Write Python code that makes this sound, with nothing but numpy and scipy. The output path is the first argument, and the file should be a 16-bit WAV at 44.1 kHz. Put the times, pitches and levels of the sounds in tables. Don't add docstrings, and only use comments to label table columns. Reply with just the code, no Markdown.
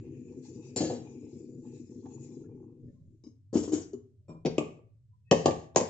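import sys
import numpy as np
from scipy import signal
from scipy.fft import rfft, irfft, next_fast_len
from scipy.io import wavfile
from scipy.ndimage import uniform_filter1d

SR = 44100
rng = np.random.default_rng(int(sys.argv[2]) if len(sys.argv) > 2 else 0)


def materialize(psi):
    bounded = np.clip(np.atleast_2d(psi).T, -1, 1)
    quanta = np.round(bounded * 32767).astype(np.int16)
    wavfile.write(sys.argv[1], SR, quanta)


def decibels_to_gain(level_db):
    exponent = np.asarray(level_db, float) / 20
    return 10 ** exponent


N = 259749
TIME = np.arange(N) / SR


def evened(x):
    return x / np.sqrt(np.mean(x ** 2) + 1e-20)


def read(points, hz):
    f, value = np.transpose(points)
    return np.interp(np.log(hz + 1), np.log(f + 1), value)


def resonate(x, hz, width):
    r = np.exp(-np.pi * width / SR)
    return 2 * signal.lfilter([1 - r], [1, -r * np.exp(2j * np.pi * hz / SR)], x).real


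def ringing(hz, db, t60, drive):
    t = np.arange(len(drive)) / SR
    phase = rng.random((len(hz), 1))
    decay = decibels_to_gain(db[:, None] - 60 * t / t60[:, None])
    modes = decay * np.sin(2 * np.pi * (hz[:, None] * t + phase))
    response = modes.sum(0) * np.minimum(t / 0.0011, 1)
    out = signal.oaconvolve(drive, response)[:len(t)]
    return out / np.sqrt(np.mean(out[:900] ** 2))


HOB_MODES = [104, 160, 243, 275, 314, 360, 390, 412, 445, 473, 516, 553, 583, 629]
HOB_UPPER_MODES = [690, 733, 776, 822, 880, 930, 1005, 1052, 1100, 1161, 1240, 1305, 1380, 1450]
# (frequency [Hz], T60 [s])
PANEL_DECAY = [(80, .13), (300, 0.092), (700, 0.061), (1400, 0.11)]


def knocks(rows, body, crack_db, ring_db, hold, chatter, rattle_db=-25, rattle_s=0.074,
           rise=0.0027, spread=.002):
    out = np.zeros(N + SR)
    panel, metal, colour = body
    t = np.arange(SR // 4) / SR
    hz = np.fft.rfftfreq(SR // 4, 1 / SR)
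    fade = np.exp(-t / np.clip(chatter, .001, .06))
    release = np.minimum((t[-1] - t) / .06, 1)
    metal_hz, metal_db, metal_t60 = np.repeat(metal, 3, axis=0).T
    metal_hz = metal_hz * (1 + spread * rng.standard_normal(len(metal_hz)))
    metal_t60 = np.clip(0.45 * metal_t60, .02, .45)
    panel_hz = np.tile(HOB_MODES + HOB_UPPER_MODES, 2)
    slow = np.repeat([0, 1], len(panel_hz) // 2)
    panel_db = read(panel, panel_hz) - 12 * slow
    panel_t60 = np.clip(hold * read(PANEL_DECAY, panel_hz), .02, .25) * 1.7 ** slow
    for s, thump_db, clink_db, bright_hz in rows:
        grit = rng.standard_normal(len(t))
        contacts = rng.random(len(t)) < 700 / SR
        drive = (t == 0) + .2 * fade * grit * contacts
        thump = ringing(panel_hz, panel_db, panel_t60, drive)
        thump *= np.minimum(t / 0.0031, 1)
        spot_db = 11 * np.exp(-((hz - bright_hz) / 390.0) ** 2)
        spectrum = rfft(grit) * decibels_to_gain(read(colour, hz))
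        crack = evened(irfft(spectrum * decibels_to_gain(spot_db), len(t)))
        rattle = evened(irfft(spectrum * decibels_to_gain(spot_db / 2), len(t)))
        crack = fade * crack + decibels_to_gain(rattle_db) * np.exp(-t / rattle_s) * rattle
        crack *= np.minimum(t / rise, 1)
        ring = ringing(metal_hz, metal_db + np.interp(metal_hz, hz, spot_db) * .7, metal_t60, drive)
        clink = decibels_to_gain(ring_db) * ring + decibels_to_gain(crack_db) * crack
        out[round(s * SR):][:len(t)] += (decibels_to_gain(thump_db) * thump + decibels_to_gain(clink_db) * clink) * release
    return out[:N]


# panel colour (frequency [Hz], level [dB]),
# metal modes (frequency [Hz], level [dB], T60 [s]), crack colour (frequency [Hz], level [dB]).
DROP_KNOCKS = [
    (5.311, -10.5, -23, 2946),
    (5.324, -15.5, -36, 1770),
    (5.335, -35, -52.5, 4400),
    (5.381, -42.5, -52, 2900),
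]
DROP_BODY = [
    [(70, -21.5), (110, -11.5), (200, -0.5), (250, -8), (360, -6), (480, -0.5), (620, -3), (735, -6.5), (825, -9), (1005, -13.5), (1080, -17.5), (1165, -13.5), (1300, -54.5), (1820, -43)],
    [(1818, -2.5, 0.27), (1976, -6, .15), (2185, -1, .4), (2614, 0, 0.38), (2976, 4, 0.17), (3680, -2.5, 0.31), (4900, -4, .3), (5300, -14, .3), (5670, 5, 0.17), (6384, -2, 0.24), (6655, -14.5, .6), (7640, -8.5, 0.31)],
    [(820, -50), (1450, -31.5), (1800, -1.5), (2250, -16), (2850, -10), (3300, -13), (4650, -7), (6610, -7.5), (7520, -6), (8700, -17)],
]
BOUNCE_KNOCKS = [
    (5.4565, -13, -24, 6600),
    (5.478, -18.5, -35, 1850),
    (5.487, -21, -44, 4500),
    (5.495, -32.5, -44, 6700),
    (5.507, -30.5, -40.5, 2400),
]
BOUNCE_BODY = [
    [(70, -17.5), (110, -1), (200, -10.5), (250, 0.5), (360, 1), (480, -1), (640, -2.5), (735, -8), (825, -2.5), (1005, -17.5), (1165, -9.5), (1300, -36.5), (1820, -40)],
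    [(1740, -2, 0.52), (1850, -4.5, .15), (2730, 2.5, 0.28), (2900, 8, 0.33), (3530, -4, .5), (4820, 9, .2), (5250, 1, .2), (5330, -10, 0.99), (6600, 2, 0.16), (6800, -6.5, 0.34), (7200, -16.5, 0.24), (7200, -5.5, .6), (7300, 3.5, .3)],
    [(820, -43), (1450, -16), (1800, -7.5), (2250, -16), (2850, -8.5), (3300, -12), (4300, -11), (6610, -14.5), (7520, -9), (8700, -14)],
]
REST_KNOCKS = [
    (5.7465, -48, -61, 3500),
    (5.759, -13, -21, 6500),
    (5.768, -22.5, -27.5, 6650),
    (5.778, -24, -31, 7150),
    (5.8, -26.5, -36, 6550),
    (5.809, -24, -37.5, 6650),
]
REST_BODY = [
    [(70, -11), (165, -12.5), (200, -14), (240, 0.5), (311, -33), (358, 2), (430, -9), (515, -1), (730, -9.5), (870, -5), (1050, -10.5), (1400, -43.5), (1820, -35.5)],
    [(1920, -2.5, .4), (2220, -11, 0.47), (2580, -7.5, 0.34), (3023, -13.5, .5), (3660, -13, .5), (4600, -16, .7), (4870, -27, 0.36), (5780, -16, .5), (5862, -4, .3), (6550, -7.5, 0.13), (6670, 6.5, 0.21), (7370, -6, 0.35), (7504, -26, .5)],
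    [(820, -46), (1400, -4), (2230, -7), (2810, -7.5), (3120, -8.5), (5250, -3.5), (6810, -6.5), (7640, 3.5), (8700, -58)],
]


def ring_dropped():
    drop = knocks(DROP_KNOCKS, DROP_BODY, 12.7, -8.5, 0.91, 0.0025, rise=0.0012, spread=0.0066)
    bounce = knocks(BOUNCE_KNOCKS, BOUNCE_BODY, 9.1, -15.5, 0.68, 0.0044)
    rest = knocks(REST_KNOCKS, REST_BODY, 8.2, -11, 0.67, 0.0038, rise=0.0015)
    return drop + bounce + rest


TOUCH_KNOCKS = [
    (3.237, -47, -64, 5160),
    (3.264, -40.5, -68, 5580),
]
TOUCH_BODY = [
    [(88, -42), (150, -13.5), (258, -3), (412, -22), (582, -61), (792, -45), (1030, -37.5), (1400, -58), (1820, -78)],
    [(1850, -19, .2), (2223, -11, 0.17), (2970, -7, 0.17), (3900, -3.5, 0.15), (4565, -14, .2), (4900, -5.5, .25), (5140, -5, .3), (5561, -18, .3), (5970, -14.5, .2), (6250, 1.5, 0.2), (6480, -4, 0.32), (6702, -12, .23), (7477, -3, .3)],
    [(820, -58), (1400, -29.5), (2960, -17), (3440, -23), (5090, 13), (7590, -6), (8500, -42)],
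]
DOWN_KNOCKS = [(3.528, -28.5, -49.5, 6950), (3.539, -26.5, -41, 6700), (3.553, -14.5, -40.5, 3040),
               (3.566, -23.5, -37.5, 6700), (3.584, -31.5, -40, 7300), (3.628, -35, -40.5, 7100),
               (3.639, -32.5, -51, 3340), (3.676, -27.5, -47, 6500), (3.719, -27, -38.5, 7200),
               (3.731, -19.5, -33.5, 6730), (3.746, -28, -54, 3300), (3.776, -34.5, -43.5, 7300),
               (3.813, -49, -49.5, 5950)]
DOWN_BODY = [
    [(70, -8), (170, -19.5), (315, 2), (353, -7), (395, -1.5), (470, -13.5), (580, -23), (711, -22.5), (1000, -27), (1400, -38.5), (1820, -70)],
    [(3040, -6.5, 0.41), (3220, -16, .1), (4500, -0.5, 0.23), (5055, -0.5, .4), (5669, -1, 0.57), (5900, -2.5, .35), (6550, -1.5, .5), (6750, -9, .35), (7000, -11.5, 0.55), (7060, -14, 0.44), (7330, 2.5, 0.46), (7620, -4.5, 0.83)],
    [(820, -38), (1400, -12), (2100, -17), (2960, -15), (4720, -15), (5060, -11.5), (7020, -10.5), (7820, -4), (8700, -62)],
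]
SETTLE_KNOCKS = [
    (3.931, -29, -51.5, 7400),
    (4.004, -58.5, -96, 2200),
]
SETTLE_BODY = [
    [(88, -39), (160, -34.5), (243, 7), (314, -2), (393, 8.5), (535, -31), (730, -23.5), (880, -37), (1050, -26.5), (1400, -41), (1820, -86)],
    [(2970, -8, 0.29), (5920, -16, 0.123), (6740, 1, 0.3), (6900, -3.5, 0.54), (7400, -11, 0.17)],
    [(820, -43), (1400, -25), (3650, -8.5), (6730, -2), (8500, -22)],
]


def pot_set_down():
    touch = knocks(TOUCH_KNOCKS, TOUCH_BODY, 0, -0.5, 0.87, 0.026, rise=0.0045, spread=0.015)
    down = knocks(DOWN_KNOCKS, DOWN_BODY, 0, -10, 0.54, 0.026, rise=.007, spread=0.0055)
    settle = knocks(SETTLE_KNOCKS, SETTLE_BODY, 0, -10.5, 2.1, 0.0053, rise=0.0038)
    return touch + down + settle


ASIDE_KNOCKS = [
    (0.76, -26.5, -29.5, 7230),
    (0.803, -22, -40.5, 3100),
    (0.813, -25, -51.5, 1680),
    (0.834, -30, -42, 6780),
    (0.836, -43.5, -49, 3350),
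    (0.897, -27, -51, 6900),
]
ASIDE_BODY = [
    [(70, -13.5), (139, 0), (208, -6), (285, -0.5), (400, -4), (527, -8), (767, -10.5), (1400, -41.5), (1820, -68.5)],
    [(1707, -13.5, 1.1), (2740, -13, 0.39), (3100, -21, 0.29), (3483, -16.5, 0.67), (3960, -13.5, 1), (4420, -10, .45), (4495, -4.5, 0.7), (4970, -9.5, .5), (5450, -15.5, 1.2), (5390, -7.5, 0.52), (6100, -6.5, 0.5), (6330, -8, .5), (6754, -4, 0.4), (7020, -9, 0.27), (7230, 5, 0.22)],
    [(710, -43.5), (1200, -8), (3800, -9), (4370, -12.5), (5080, -11.5), (7010, -6), (7620, 2), (8700, -72)],
]


def ring_pushed_aside():
    return knocks(ASIDE_KNOCKS, ASIDE_BODY, -7, 1, 2.37, 0.024, rattle_db=-6.0, rattle_s=0.15, spread=0.0045)


BRUSH_KNOCKS = [
    (4.281, -46.5, -65, 7430),
    (4.292, -38, -59, 7420),
    (4.302, -44, -74, 5400),
    (4.344, -47, -76.5, 2400),
]
BRUSH_BODY = [
    [(88, -41.5), (150, 4), (404, -4), (663, -12), (784, -15.5), (883, -33), (1010, -9.5), (1200, -27.5), (1600, -33), (2080, -81.5)],
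    [(2400, -2, 0.62), (3235, -16, 0.27), (3680, -7.5, .2), (4450, -8.5, 0.33), (5330, -18, .22), (5460, 1, .2), (6540, -27.5, .2), (7850, 4.5, .3), (7400, -4.5, .2)],
    [(940, -45), (1600, 7.5), (6250, -3.5), (7650, 5), (8500, -31.5)],
]
UP_KNOCKS = [
    (4.449, -23, -42, 3200),
    (4.456, -23.5, -31.5, 5340),
    (4.462, -22.5, -33, 2600),
    (4.476, -23.5, -48.5, 4600),
    (4.494, -34.5, -62, 4600),
    (4.521, -48.5, -59, 4600),
]
UP_BODY = [
    [(70, -33.5), (150, -7.5), (248, -0.5), (314, -8), (390, 1), (500, -12.5), (703, -10.5), (900, -24.5), (1160, -33), (1400, -41), (1820, -59.5)],
    [(1590, -8.5, 0.44), (2210, -2.5, 0.22), (2500, 7, 0.2), (3100, -5, .3), (3280, -10, 0.17), (3655, -12, 0.69), (4500, 6.5, .3), (5090, -9, .3), (5870, 0, 0.24), (6040, -13.5, .6), (6900, -7, .6), (8100, -1.5, 0.33)],
    [(820, -21), (1400, -10.5), (1900, -9), (2560, -9), (3300, -7.5), (4510, -8), (7520, -14), (8700, -48.5)],
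]
TAP_KNOCKS = [
    (4.5806, -17, -24.5, 2700),
    (4.607, -26.5, -53, 2500),
    (4.66, -41, -83, 2500),
    (4.789, -52, -79, 2580),
]
TAP_BODY = [
    [(70, -31.5), (156, -5), (200, -6.5), (248, -2.5), (314, -12.5), (370, -2), (500, -4.5), (630, -9), (880, -19.5), (1000, -32), (1160, -13.5), (1400, -47)],
    [(2100, -16, 0.64), (2265, -11, 0.53), (2500, -24, 0.47), (2600, -11.5, 0.24), (2802, 12.5, .05), (2993, 7.5, 0.036), (6700, 0, 0.21), (7740, 0.5, 0.32)],
    [(820, -28.5), (1400, -17.5), (1900, -13.5), (2400, -2.5), (3000, -10.5), (4510, -14.5), (7000, -13), (7600, -4), (8700, -48)],
]


def ring_picked_up():
    brush = knocks(BRUSH_KNOCKS, BRUSH_BODY, -10.0, -2.5, 1.3, 0.029, rise=.004, spread=0.0056)
    up = knocks(UP_KNOCKS, UP_BODY, 3.2, -10, 0.54, 0.0045)
    tap = knocks(TAP_KNOCKS, TAP_BODY, 3.9, -13, 0.64, 0.0034, rattle_db=-27, rattle_s=.06,
                 rise=0.0023, spread=0.0099)
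    return brush + up + tap


TICK_KNOCKS = [
    (2.057, -44, -59, 1500),
]


def lid_tick():
    return knocks(TICK_KNOCKS, BRUSH_BODY, 2.6, -25, 0.31, 0.0038)


# (time [s], frequency [Hz], level [dB], length [s])
RUBS = [(2.434, 1380, -70, 0.027), (2.436, 1660, -76, 0.039), (2.495, 2390, -83, 0.058),
        (2.607, 6330, -87, 0.043), (2.865, 1794, -83.5, 0.054), (2.94, 1050, -82, 0.077),
        (5.103, 993, -76.5, 0.076), (5.236, 2580, -71, 0.12), (5.265, 1878, -68, 0.092)]


def squeaks():
    out = np.zeros(N)
    for s, hz, db, length in RUBS:
        grit = rng.standard_normal(SR // 4)[:round(length * SR)]
        tone = evened(resonate(resonate(grit, hz, 25), hz, 40))
        out[round(s * SR):][:len(tone)] += decibels_to_gain(db) * tone * np.hanning(len(tone))
    return out


def bubbles(modes, per_s, spread_db):
    size = decibels_to_gain(spread_db * np.minimum(rng.exponential(1, N), 3)) * (rng.random(N) < per_s / SR)
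    out = 0
    for hz, width, db in modes:
        ring = resonate(size * rng.standard_normal(N), hz, width)
        for _ in range(2):
            ring = resonate(ring, hz, 1.87 * width)
        out = out + decibels_to_gain(db) * evened(ring)
    return evened(out)


def steady(x, seconds):
    window = round(seconds * SR)
    power = uniform_filter1d(uniform_filter1d(x ** 2, window), window)
    return x / np.sqrt(abs(power) + 1e-12)


def swells(rows, rise, fall_db, axis):
    rows = np.array(rows)
    since = TIME - rows[:, :1]
    fall = decibels_to_gain(rows[:, axis, None] - fall_db * np.maximum(since, 0))
    each = fall * np.clip(1 + since / rise, 0, 1)
    return np.sqrt((each ** 2).sum(0))


def cooling():
    return decibels_to_gain(-90 * np.maximum(TIME - 3.2, 0))


# (time [s], flutter level [dB], steam level [dB], rim hiss level [dB])
LID_BURPS = [(0.0, -71, -85, -71), (0.14, -93, -90, -73.5), (0.3, -73, -71, -75), (0.46, -77.5, -57, -73),
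             (0.59, -69.5, -78, -86), (0.65, -75, -60.5, -69.5), (1.06, -66, -66, -71.5),
             (1.25, -75, -68, -77), (1.34, -78.5, -65, -83), (1.67, -70, -66.5, -76),
             (1.76, -100, -64, -75.5), (1.92, -79, -66, -103), (2.07, -60, -81, -83),
             (2.12, -73, -63, -79.5), (2.24, -71, -61.5, -76.5), (2.34, -68.5, -86, -88.5),
             (2.52, -73, -71.5, -99), (2.62, -71, -78, -110)]
BURP_RISE_S = 0.05
# (time [s], level [dB])
BOIL_LEVEL = [
    (0.0, -45),
    (2.46, -45.5),
    (2.72, -51.5),
    (2.85, -50.5),
    (3.07, -68.5),
    (3.12, -55.5),
    (3.2, -69.5),
]
# (frequency [Hz], width [Hz], level [dB])
POT_MODES = [(122, 48, -2.5), (152.5, 32, -11.5), (248.5, 47.7, 3.5), (316.3, 83, -1.5), (383, 42, -9),
             (375.6, 70, -3.5), (457.2, 38, -11.5), (483, 23, -15.5)]
# (frequency [Hz], width [Hz], level [dB])
LID_MODES = [(770, 120, -13), (832.5, 110, 7.5), (944, 250, 0.5), (1050, 40, -9.5)]


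def boiling():
    vigour = decibels_to_gain(np.interp(TIME, *np.transpose(BOIL_LEVEL)))
    boil = vigour * steady(bubbles(POT_MODES, 220, 0.91), 0.22)
    boil += swells(LID_BURPS, BURP_RISE_S, 114, axis=1) * bubbles(LID_MODES, 120, 2.2)
    dull = signal.sosfilt(signal.butter(4, 330., fs=SR, output="sos"), boil)
    boil += np.clip((TIME - 2.9) / 0.095, 0, 1) * (dull - boil)
    return boil * cooling()


# (frequency [Hz], left-right likeness)
LIKENESS = [(60, 0.93), (160, 0.88), (430, 0.76), (1160, -0.25), (3110, -0.067), (8330, -0.18)]
# (frequency [Hz], left minus right [dB])
PORT_LEAN = [(60, -0.5), (200, 4.5), (450, 3.5), (750, 0.5), (1100, -3), (1600, -0.5), (2500, 1), (3700, 1),
             (5200, 7), (6800, 9), (8000, 1)]


def noise(colour, streak_db, puff_db, size):
    hz = np.fft.rfftfreq(size, 1 / SR)
    a, b, c, d, streaks, puffs = rng.standard_normal((N * 4 // size + 5, len(hz), 6)).T
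    streaks = evened(uniform_filter1d(uniform_filter1d(streaks, size=3, axis=0), size=30, axis=1))
    puffs = evened(uniform_filter1d(uniform_filter1d(puffs, size=70, axis=0), size=5, axis=1))
    same = np.clip(read(LIKENESS, hz), -1, 1)[:, None]
    left = a + 1j * b
    z = np.array([left, same * left + np.sqrt(1 - same ** 2) * (c + 1j * d)])
    lean_db = read(PORT_LEAN, hz)[:, None] * [[[.5]], [[-.5]]]
    z = z * decibels_to_gain(read(colour, hz)[:, None] + lean_db + streak_db * streaks + puff_db * puffs)
    return evened(signal.istft(z, nperseg=size, noverlap=size * 3 // 4)[1][:, :N])


# (frequency [Hz], level [dB])
STEAM_COLOUR = [(1940, -55.5), (3300, -23), (3870, -19.5), (4580, -17), (5120, -14.5), (5820, -13.5),
                (6200, -6), (6500, -9.5), (6870, -1), (7200, -6), (7890, -10), (8300, -24), (10800, -79.5)]
# (frequency [Hz], level [dB])
RIM_COLOUR = [(680, -37), (1150, -9), (1560, -22.5), (1700, -4), (1960, -10), (2540, 4.5), (3230, -15),
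              (4550, -53.5)]


def steam_hiss():
    seal = decibels_to_gain(-170 * np.clip(TIME - 2.41, 0, .11))
    jet = np.hypot(decibels_to_gain(-74), swells(LID_BURPS, BURP_RISE_S, 57, axis=2))
    steam = seal * jet * noise(STEAM_COLOUR, 5, 2.2, size=1024)
    steam += swells(LID_BURPS, BURP_RISE_S, 49, axis=3) * noise(RIM_COLOUR, 3.9, 1.7, size=1024)
    return steam * cooling()


# (time [s], level [dB])
JOLTS = [
    (0.0, -47.5),
    (1.6, -55),
    (2.84, -46),
    (5.22, -65.5),
]
# (frequency [Hz], level [dB])
HUM_SPECTRUM = [(20, -10), (48, -41.5), (75, -18.5), (85, -13), (107, 8), (147, -13), (184, -13.5),
                (231, -29.5), (600, -42.5), (780, -71.5)]


def room_hum():
    level = np.hypot(decibels_to_gain(-58), swells(JOLTS, 0.024, 42.5, axis=1))
    return level * steady(noise(HUM_SPECTRUM, 6.0, 0.41, size=2048), 0.22)


# (frequency [Hz], left lead [rad])
PORT_LEAD = [(60, 0.036), (200, 0.1), (450, 0.26), (750, 0.82), (1100, 1.2), (2500, 0.99), (8000, 1)]
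# (frequency [Hz], level [dB])
NEAR_ECHOES = [(300, -34.5), (700, -7), (1200, -6.5), (2500, -3.5), (8000, -2.5)]


def ports(x):
    size = next_fast_len(N + 4096)
    hz = np.fft.rfftfreq(size, 1 / SR)
    half = decibels_to_gain(read(PORT_LEAN, hz) / 2) * np.exp(.5j * read(PORT_LEAD, hz))
    taps = np.zeros((2, size))
    at = rng.integers(8, 600, (2, 30))
    np.put_along_axis(taps, at, rng.choice([-1., 1.], (2, 30)) / np.sqrt(60), 1)
    echo = decibels_to_gain(read(NEAR_ECHOES, hz)) * rfft(taps.sum(0))
    response = np.array([half, 1 / half]) + np.array([[1], [-1]]) * echo
    return irfft(rfft(x, size) * response, size)[:, :N]


# (frequency [Hz], T60 [s])
ROOM_DECAY = [(100, 0.78), (260, 0.38), (600, 0.45), (1100, 0.43), (1840, 0.5), (4850, 0.24), (8000, 0.32)]


def kitchen(x):
    taps = np.zeros((2, SR))
    at = np.arange(200, SR - 20, 20) + rng.integers(0, 20, (2, (SR - 201) // 20))
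    np.put_along_axis(taps, at, rng.choice([-1., 1.], at.shape), 1)
    hz, t, z = signal.stft(taps, SR, nperseg=512)
    same = np.clip(read(LIKENESS, hz), -1, 1)[:, None]
    z = np.array([z[0], same * z[0] + np.sqrt(1 - same ** 2) * z[1]])
    lean_db = np.outer([.5, -.5], read(PORT_LEAN, hz))[:, :, None]
    z = z * decibels_to_gain(-60 * t / read(ROOM_DECAY, hz)[:, None] + lean_db)
    tail = signal.istft(z, SR, nperseg=512)[1]
    return signal.fftconvolve(x[None], tail / np.linalg.norm(tail[0]), axes=1)[:, :N]


def scene():
    metal = ring_pushed_aside() + lid_tick() + squeaks()
    metal += pot_set_down() + ring_picked_up() + ring_dropped()
    metal = signal.sosfilt(signal.butter(3, 75., "highpass", fs=SR, output="sos"), metal)
    boil = boiling()
    direct = ports(decibels_to_gain(-4.0) * metal + boil)
    reverberant = kitchen(decibels_to_gain(-11.0) * metal + decibels_to_gain(-8.5) * boil)
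    return direct + reverberant + steam_hiss() + room_hum()


def top_cut(x):
    return signal.sosfilt(signal.butter(12, 8930, fs=SR, output="sos"), x)


def record(dry):
    limit = signal.butter(18, 7450, fs=SR, output="sos")
    soft = 1.381 * np.tanh(signal.sosfilt(limit, dry) / 1.633)
    guard = signal.firwin(151, 9200, window=("kaiser", 7.0), fs=SR)
    hiss = decibels_to_gain(-91) * rng.standard_normal(dry.shape)
    mix = signal.oaconvolve(soft, guard[None], "same") + hiss
    return top_cut(mix)


dry = scene()
out = record(dry)
materialize(out)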